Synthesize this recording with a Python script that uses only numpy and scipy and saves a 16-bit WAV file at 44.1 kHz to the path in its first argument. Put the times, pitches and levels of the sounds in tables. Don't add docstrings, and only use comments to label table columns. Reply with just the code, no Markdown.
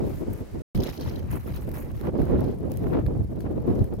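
import sys
import numpy as np
from scipy import signal
from scipy.fft import rfft, irfft, next_fast_len
from scipy.io import wavfile
from scipy.ndimage import uniform_filter1d, map_coordinates

SR = 44100
rng = np.random.default_rng(int(sys.argv[2]) if len(sys.argv) > 2 else 0)


def output_pcm(signal):
    pcm = np.clip(np.atleast_2d(signal).T, -1, 1) * 32767
    wavfile.write(sys.argv[1], SR, np.round(pcm).astype(np.int16))


N = 176400
SILENCE_START_S, SILENCE_END_S = 0.62, 0.748

# (t/s, level/dB)
BUFFET_BEFORE = [(0.0, -32.5), (0.224, -36.5), (0.248, -48), (0.284, -34), (0.358, -37), (0.38, -74),
                 (0.414, -27), (0.474, -62), (0.534, -35.5), (0.61, -37)]
BUFFET_AFTER = [(0.76, -24.5), (0.79, -21.5), (0.88, -48.5), (0.9, -29.5), (0.95, -53), (1.04, -32),
                (1.2, -35.5), (1.34, -29.5), (1.41, -38), (1.54, -30.5), (1.59, -36.5), (1.91, -36.5),
                (1.96, -27), (2.0, -42.5), (2.05, -31), (2.18, -36.5), (2.22, -24), (2.25, -32),
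                (2.34, -24), (2.57, -38), (3.03, -28), (3.09, -33), (3.11, -32), (3.2, -25.5), (3.28, -35),
                (3.45, -36), (3.46, -33), (3.67, -36.5), (3.71, -24.5), (3.74, -37), (3.77, -31),
                (3.82, -25), (3.88, -40), (4.0, -30.5)]
ROAR_BEFORE = [(0.0, -26.5), (0.176, -43.5), (0.236, -33.5), (0.252, -50), (0.276, -30), (0.394, -46),
               (0.418, -35.5), (0.434, -46), (0.532, -52.5), (0.552, -32.5), (0.598, -45.5), (0.61, -44.5)]
ROAR_AFTER = [(0.76, -32), (0.8, -29.5), (0.97, -48), (0.99, -33), (1.07, -40.5), (1.12, -37), (1.31, -47),
              (1.34, -34), (1.43, -59), (1.46, -40), (1.54, -45), (1.67, -41), (1.69, -31.5), (1.7, -39.5),
              (2.0, -44.5), (2.09, -26), (2.11, -41), (2.16, -24.5), (2.18, -36.5), (2.19, -24.5),
              (2.28, -35.5), (2.3, -24), (2.49, -32.5), (2.59, -42), (2.67, -33), (2.78, -40),
              (2.82, -30.5), (2.99, -29.5), (3.03, -40), (3.11, -30), (3.13, -36), (3.21, -35.5),
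              (3.28, -46.5), (3.39, -34), (3.4, -42), (3.5, -31), (3.56, -38), (3.57, -27), (3.6, -35),
              (3.67, -36.5), (3.68, -28), (3.78, -31.5), (3.79, -29), (3.85, -37), (3.91, -39),
              (3.93, -29.5), (3.96, -45), (4.0, -40)]
# (t/s, length/s, level/dB)
WIND_THUMPS = [(0.79, 0.031, -34), (2.34, 0.017, -25.5), (3.08, 0.02, -20), (3.815, 0.016, -12)]
WIND_TEARS = [(2.065, 0.037, -48), (2.32, 0.18, -55.5), (2.841, 0.0033, -49.5), (2.869, 0.0054, -48),
              (2.942, 0.017, -43.5), (2.982, 0.057, -50.5), (3.465, 0.019, -55)]
# (t/s, left minus right/dB)
WIND_BALANCE = [(0.0, -1.5), (0.3, 2.5), (0.8, -1), (1.3, 0.5), (1.7, -2.5), (2.1, -0.5), (2.35, -1.5),
                (2.9, 1.5), (3.3, 0), (4.0, -1)]
# (t/s, length/s, grind level/dB, clink level/dB, fizz level/dB)
FOOT_PRESSES = [(0.032, 0.17, -61.5, -67.5, -60), (0.293, 0.11, -61, -76, -63),
                (0.718, 0.055, -51, -49, -54), (0.813, 0.089, -48.5, -49, -55.5),
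                (0.921, 0.047, -57, -53, -56), (0.993, 0.099, -51.5, -51.5, -58.5),
                (1.106, 0.091, -56.5, -59, -64.5), (1.221, 0.099, -58, -68, -74),
                (1.302, 0.043, -49.5, -59.5, -49.5), (1.349, 0.014, -49.5, -69, -57),
                (1.393, 0.065, -62.5, -67.5, -63), (1.461, 0.06, -54, -59.5, -57.5),
                (1.534, 0.041, -52.5, -56, -56), (1.6, 0.05, -59, -68, -60.5),
                (1.667, 0.054, -59, -67, -64), (1.735, 0.033, -49.5, -58, -50.5),
                (1.774, 0.034, -57, -74, -54.5), (1.811, 0.1, -59.5, -68.5, -67),
                (1.942, 0.13, -59, -63, -63.5), (2.17, 0.14, -62, -65, -65), (2.369, 0.16, -62.5, -64, -68),
                (2.688, 0.15, -62.5, -67.5, -65), (2.856, 0.075, -59, -69, -66),
                (3.408, .02, -66, -67, -66), (3.656, 0.21, -64, -69.5, -68)]
# (t/s, fizz level/dB, clink level/dB)
SHELL_CRACKS = [(0.33, -51, -64), (0.802, -50, -40.5), (0.833, -45, -41), (0.865, -55, -44),
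                (0.891, -51, -47.5), (0.971, -55, -47), (1.008, -51, -48.5), (1.093, -58, -50.5),
                (1.156, -55, -47.5), (1.189, -53, -54), (1.559, -48, -50), (2.44, -58, -57),
                (3.404, -59, -55.5), (3.75, -60, -57.5), (3.789, -65, -59)]
# (t/s, level/dB, body minus edge/dB, left minus right/dB)
SHELL_SNAPS = [(1.3733, -47, -14, -4), (1.6202, -43.5, -16, 0.5), (1.6905, -41, -16, -2),
               (1.715, -38.5, -11, -3), (1.74, -50, -17, -3.0), (1.7637, -41, -5, -0.5),
               (1.8277, -59, -10, -1), (1.9154, -45, -13, 3), (2.0115, -39.5, 0, 2), (2.2169, -42.5, 1, -4),
               (2.2534, -45, -14, -4), (2.4063, -38, -10, -7), (2.442, -46, -5, -5),
               (2.7172, -33.5, -58, -1), (2.739, -42, -29, -4), (2.7716, -33.5, -26, -3.0),
               (3.064, -45, 10, -2.0), (3.4051, -42, 0, -4), (3.8422, -40.5, -9, 1), (3.938, -47, -17.5, 7)]

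# (f/Hz, level/dB)
BUFFET_TONE = [(12, -39.5), (25, -24), (45, -4.5), (72, 1), (130, -3), (200, -9), (350, -34), (800, -81)]
ROAR_TONE = [(70, -27.5), (150, -4.5), (230, 0), (350, 0), (500, -6), (700, -15), (1000, -25), (1500, -37),
             (3000, -48.5), (6000, -64.5), (16000, -87)]
TEAR_TONE = [(300, -2), (700, 6.5), (1500, -2), (2500, -13.5), (4000, -24), (8000, -54), (16000, -66)]
RUMBLE_TONE = [(10, -13), (22, -4.5), (50, 7.5), (90, -12), (200, -61)]
WATER_TONE = [(100, 3.5), (600, 6), (1200, -2), (2000, -4), (3400, -12.5), (4600, -12), (7500, -15),
              (13000, -20.5), (16000, -23)]
# (f/Hz, level/dB)
GRIND_TONE = [(400, 2), (800, 5.5), (1500, 0), (2200, -1.5), (3000, -4.5), (5000, -30), (16000, -58)]
CLINK_TONE = [(1200, -49), (2400, -17), (3150, 4), (3500, 0.5), (4200, 3.5), (5000, 2.5), (6300, -1),
              (7300, -13.5), (10000, -15), (16000, -45)]
FIZZ_TONE = [(2000, -31), (5000, -27), (6700, -9), (7500, -15), (8600, -10), (10800, -5), (12500, 1),
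             (14700, -3), (16000, -3)]
EDGE_TONE = [(2000, -12), (5000, -12), (7500, -13.5), (10000, -7), (12500, -3.5), (16000, -7.5)]
BODY_TONE = [(600, -20), (1600, 17), (3000, 0.5), (4500, 1.5), (6500, -24), (9000, -25), (16000, -40)]
# (f/Hz, level/dB)
LOOSE_SHELL_NOTES = [(3077, -1), (3145, -2), (3957, -3), (4040, -1), (4165, 0), (4216, -2), (4302, 0),
                     (4472, -3), (5030, -6), (5422, -5), (5858, -6)]
THICK_SHELL_NOTES = [(1480, -1), (1720, 6), (1900, -3), (2130, -17)]

TIME = np.arange(N) / SR


def amp(db):
    return 10 ** (np.asarray(db) / 20)


def unit(x):
    return x / np.sqrt(np.mean(x ** 2) + 1e-20)


def pan(balance_db):
    return amp(np.array([[.5], [-.5]]) * balance_db)


def curve(*tables):
    return np.interp(TIME, *np.vstack(tables).T)


def wobble(per_s):
    return map_coordinates(rng.standard_normal(4096), [TIME * per_s], mode="wrap")


def shaped(x, tone):
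    size = next_fast_len(N + SR // 2)
    hz, db = np.transpose(tone)
    gain = amp(np.interp(np.log(np.fft.rfftfreq(size, 1 / SR) + 1), np.log(hz), db))
    return unit(irfft(rfft(x, size) * gain, size)[..., :N])


def hiss(alike):
    shared, opposed = rng.standard_normal((2, N))
    angle = np.arccos(alike) / 2
    return np.cos(angle) * shared + np.sin(angle) * np.array([opposed, -opposed])


def swells(rows):
    return sum(amp(db) * np.exp(-2 * ((TIME - middle) / length) ** 2) for middle, length, db in rows)


def press(start, length, rise_s, fade_s):
    age = TIME - start
    return np.clip(age / rise_s, 0, 1) * np.exp(-np.maximum(age - length, 0) / fade_s)


def turbulence(tone, lumps_db, swirls_per_s, fade_s, alike=0):
    hits = (rng.random((2, N)) < swirls_per_s / SR) * 1.
    swirls = signal.lfilter([1], [1, -np.exp(-1 / (fade_s * SR))], hits)
    lumps = amp(lumps_db * np.minimum(unit(swirls - swirls.mean()), 2))
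    return shaped(hiss(alike) * lumps, tone)


def contacts(tone, low_hz, high_hz, alike, clump_db, rub_db, fade_cycles, per_s=3500):
    when, pitch, side, phase, strength = rng.random((per_s * N // SR, 5)).T[:, :, None]
    hz = low_hz + (high_hz - low_hz) * pitch
    steps = np.arange(256)
    age = steps / SR
    level_db = 5 * np.minimum(-np.log(strength), np.pi)
    fade = np.exp(-age * hz / fade_cycles) * (1 - steps / len(steps))
    slots = ((when * N).astype(int) + steps).ravel()
    phase_shift = (phase - .5) * np.pi * (1 - alike)
    sides = []
    for sign in (1, -1):
        gain = amp(level_db + sign * 4 * (side - .5))
        pings = gain * fade * np.sin(2 * np.pi * hz * age + sign * phase_shift)
        sides.append(np.bincount(slots, pings.ravel(), N)[:N])
    swarm = unit(np.array(sides)) + amp(rub_db) * hiss(alike)
    clumps = amp(clump_db * np.minimum(wobble(220), 1))
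    return shaped(swarm * clumps, tone)


def shell_ring(notes, ring_s):
    age = np.arange(SR // 8) / SR
    return sum(amp(db - 60 * age / ring_s) * np.sin(2 * np.pi * hz * age) for hz, db in notes)


def wind():
    buffet = turbulence(BUFFET_TONE, lumps_db=2, swirls_per_s=54, fade_s=0.012, alike=0.03)
    buffet *= amp(3 + curve(BUFFET_BEFORE, BUFFET_AFTER)) + 0.5 * swells(WIND_THUMPS)
    roar = turbulence(ROAR_TONE, lumps_db=3.5, swirls_per_s=110, fade_s=0.0074)
    roar *= amp(3.5 + curve(ROAR_BEFORE, ROAR_AFTER))
    tear = turbulence(TEAR_TONE, lumps_db=4.5, swirls_per_s=170, fade_s=0.0027)
    tear *= amp(9.5) * swells(WIND_TEARS)
    return (buffet + roar + tear) * pan(curve(WIND_BALANCE))


def rumble():
    return amp(-46 + 2.6 * wobble(2.7)) * shaped(hiss(alike=0.22), RUMBLE_TONE)


def water():
    level_db = np.where(TIME < SILENCE_START_S, -52.5, -61)
    return amp(level_db + 0.8 * wobble(6.9)) * shaped(hiss(alike=0.16), WATER_TONE)


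def rustle():
    return amp(-68.5) * contacts(EDGE_TONE, low_hz=2930, high_hz=16140, alike=0.25,
                                 clump_db=6.5, rub_db=-7.5, fade_cycles=6)


def crunches():
    grind_gain, clink_gain, fizz_gain = sum(
        amp(levels)[:, None] * press(start, length, rise_s=0.0087, fade_s=0.02)
        for start, length, *levels in FOOT_PRESSES)
    crack_fizz, crack_clink = sum(
        amp(levels)[:, None] * press(start, length=0.0078, rise_s=0.0014, fade_s=0.0014)
        for start, *levels in SHELL_CRACKS)
    grind = contacts(GRIND_TONE, low_hz=670, high_hz=2870, alike=0,
                     clump_db=3, rub_db=2, fade_cycles=5.4)
    clink = contacts(CLINK_TONE, low_hz=2250, high_hz=7550, alike=0.14,
                     clump_db=2.5, rub_db=-1, fade_cycles=24)
    fizz = contacts(FIZZ_TONE, low_hz=5110, high_hz=15640, alike=0.38,
                    clump_db=3, rub_db=-2, fade_cycles=10)
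    grind *= amp(3.5) * grind_gain
    clink *= amp(-1.5) * np.hypot(clink_gain, crack_clink)
    fizz *= amp(1.5) * np.hypot(fizz_gain, crack_fizz)
    ring = shell_ring(LOOSE_SHELL_NOTES, ring_s=0.06)
    ringing = signal.fftconvolve(clink, ring[None], axes=1)[:, :N]
    return grind + clink + fizz + amp(-11.5) * clink.std() * unit(ringing)


def snaps():
    edge, body = np.zeros((2, 2, N))
    for start, db, body_db, balance_db in SHELL_SNAPS:
        burst = amp(db) * pan(balance_db) * press(start, length=0.00174, rise_s=0.00087, fade_s=0.0008)
        edge += burst
        body += burst * amp(body_db)
    edge *= shaped(hiss(alike=0.22), EDGE_TONE)
    body *= shaped(hiss(alike=0.16), BODY_TONE)
    return amp(-4) * (edge + body)


def knock(start_s=3.063):
    ring = amp(-55) * shell_ring(THICK_SHELL_NOTES, ring_s=0.027)
    return np.pad(ring, (round(start_s * SR), N))[:N]


def scene():
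    return wind() + rumble() + water() + rustle() + crunches() + snaps() + knock()


def record(dry, top_hz=16000):
    sound_on = (TIME < SILENCE_START_S) | (TIME > SILENCE_END_S)
    gate = uniform_filter1d(1. * sound_on, size=64)
    size = next_fast_len(N + SR // 2)
    treble_cut = np.clip((top_hz - np.fft.rfftfreq(size, 1 / SR)) / 200, 0, 1)
    return irfft(rfft(dry * gate, size) * treble_cut, size)[:, :N]


dry = scene()
out = record(dry)
output_pcm(out)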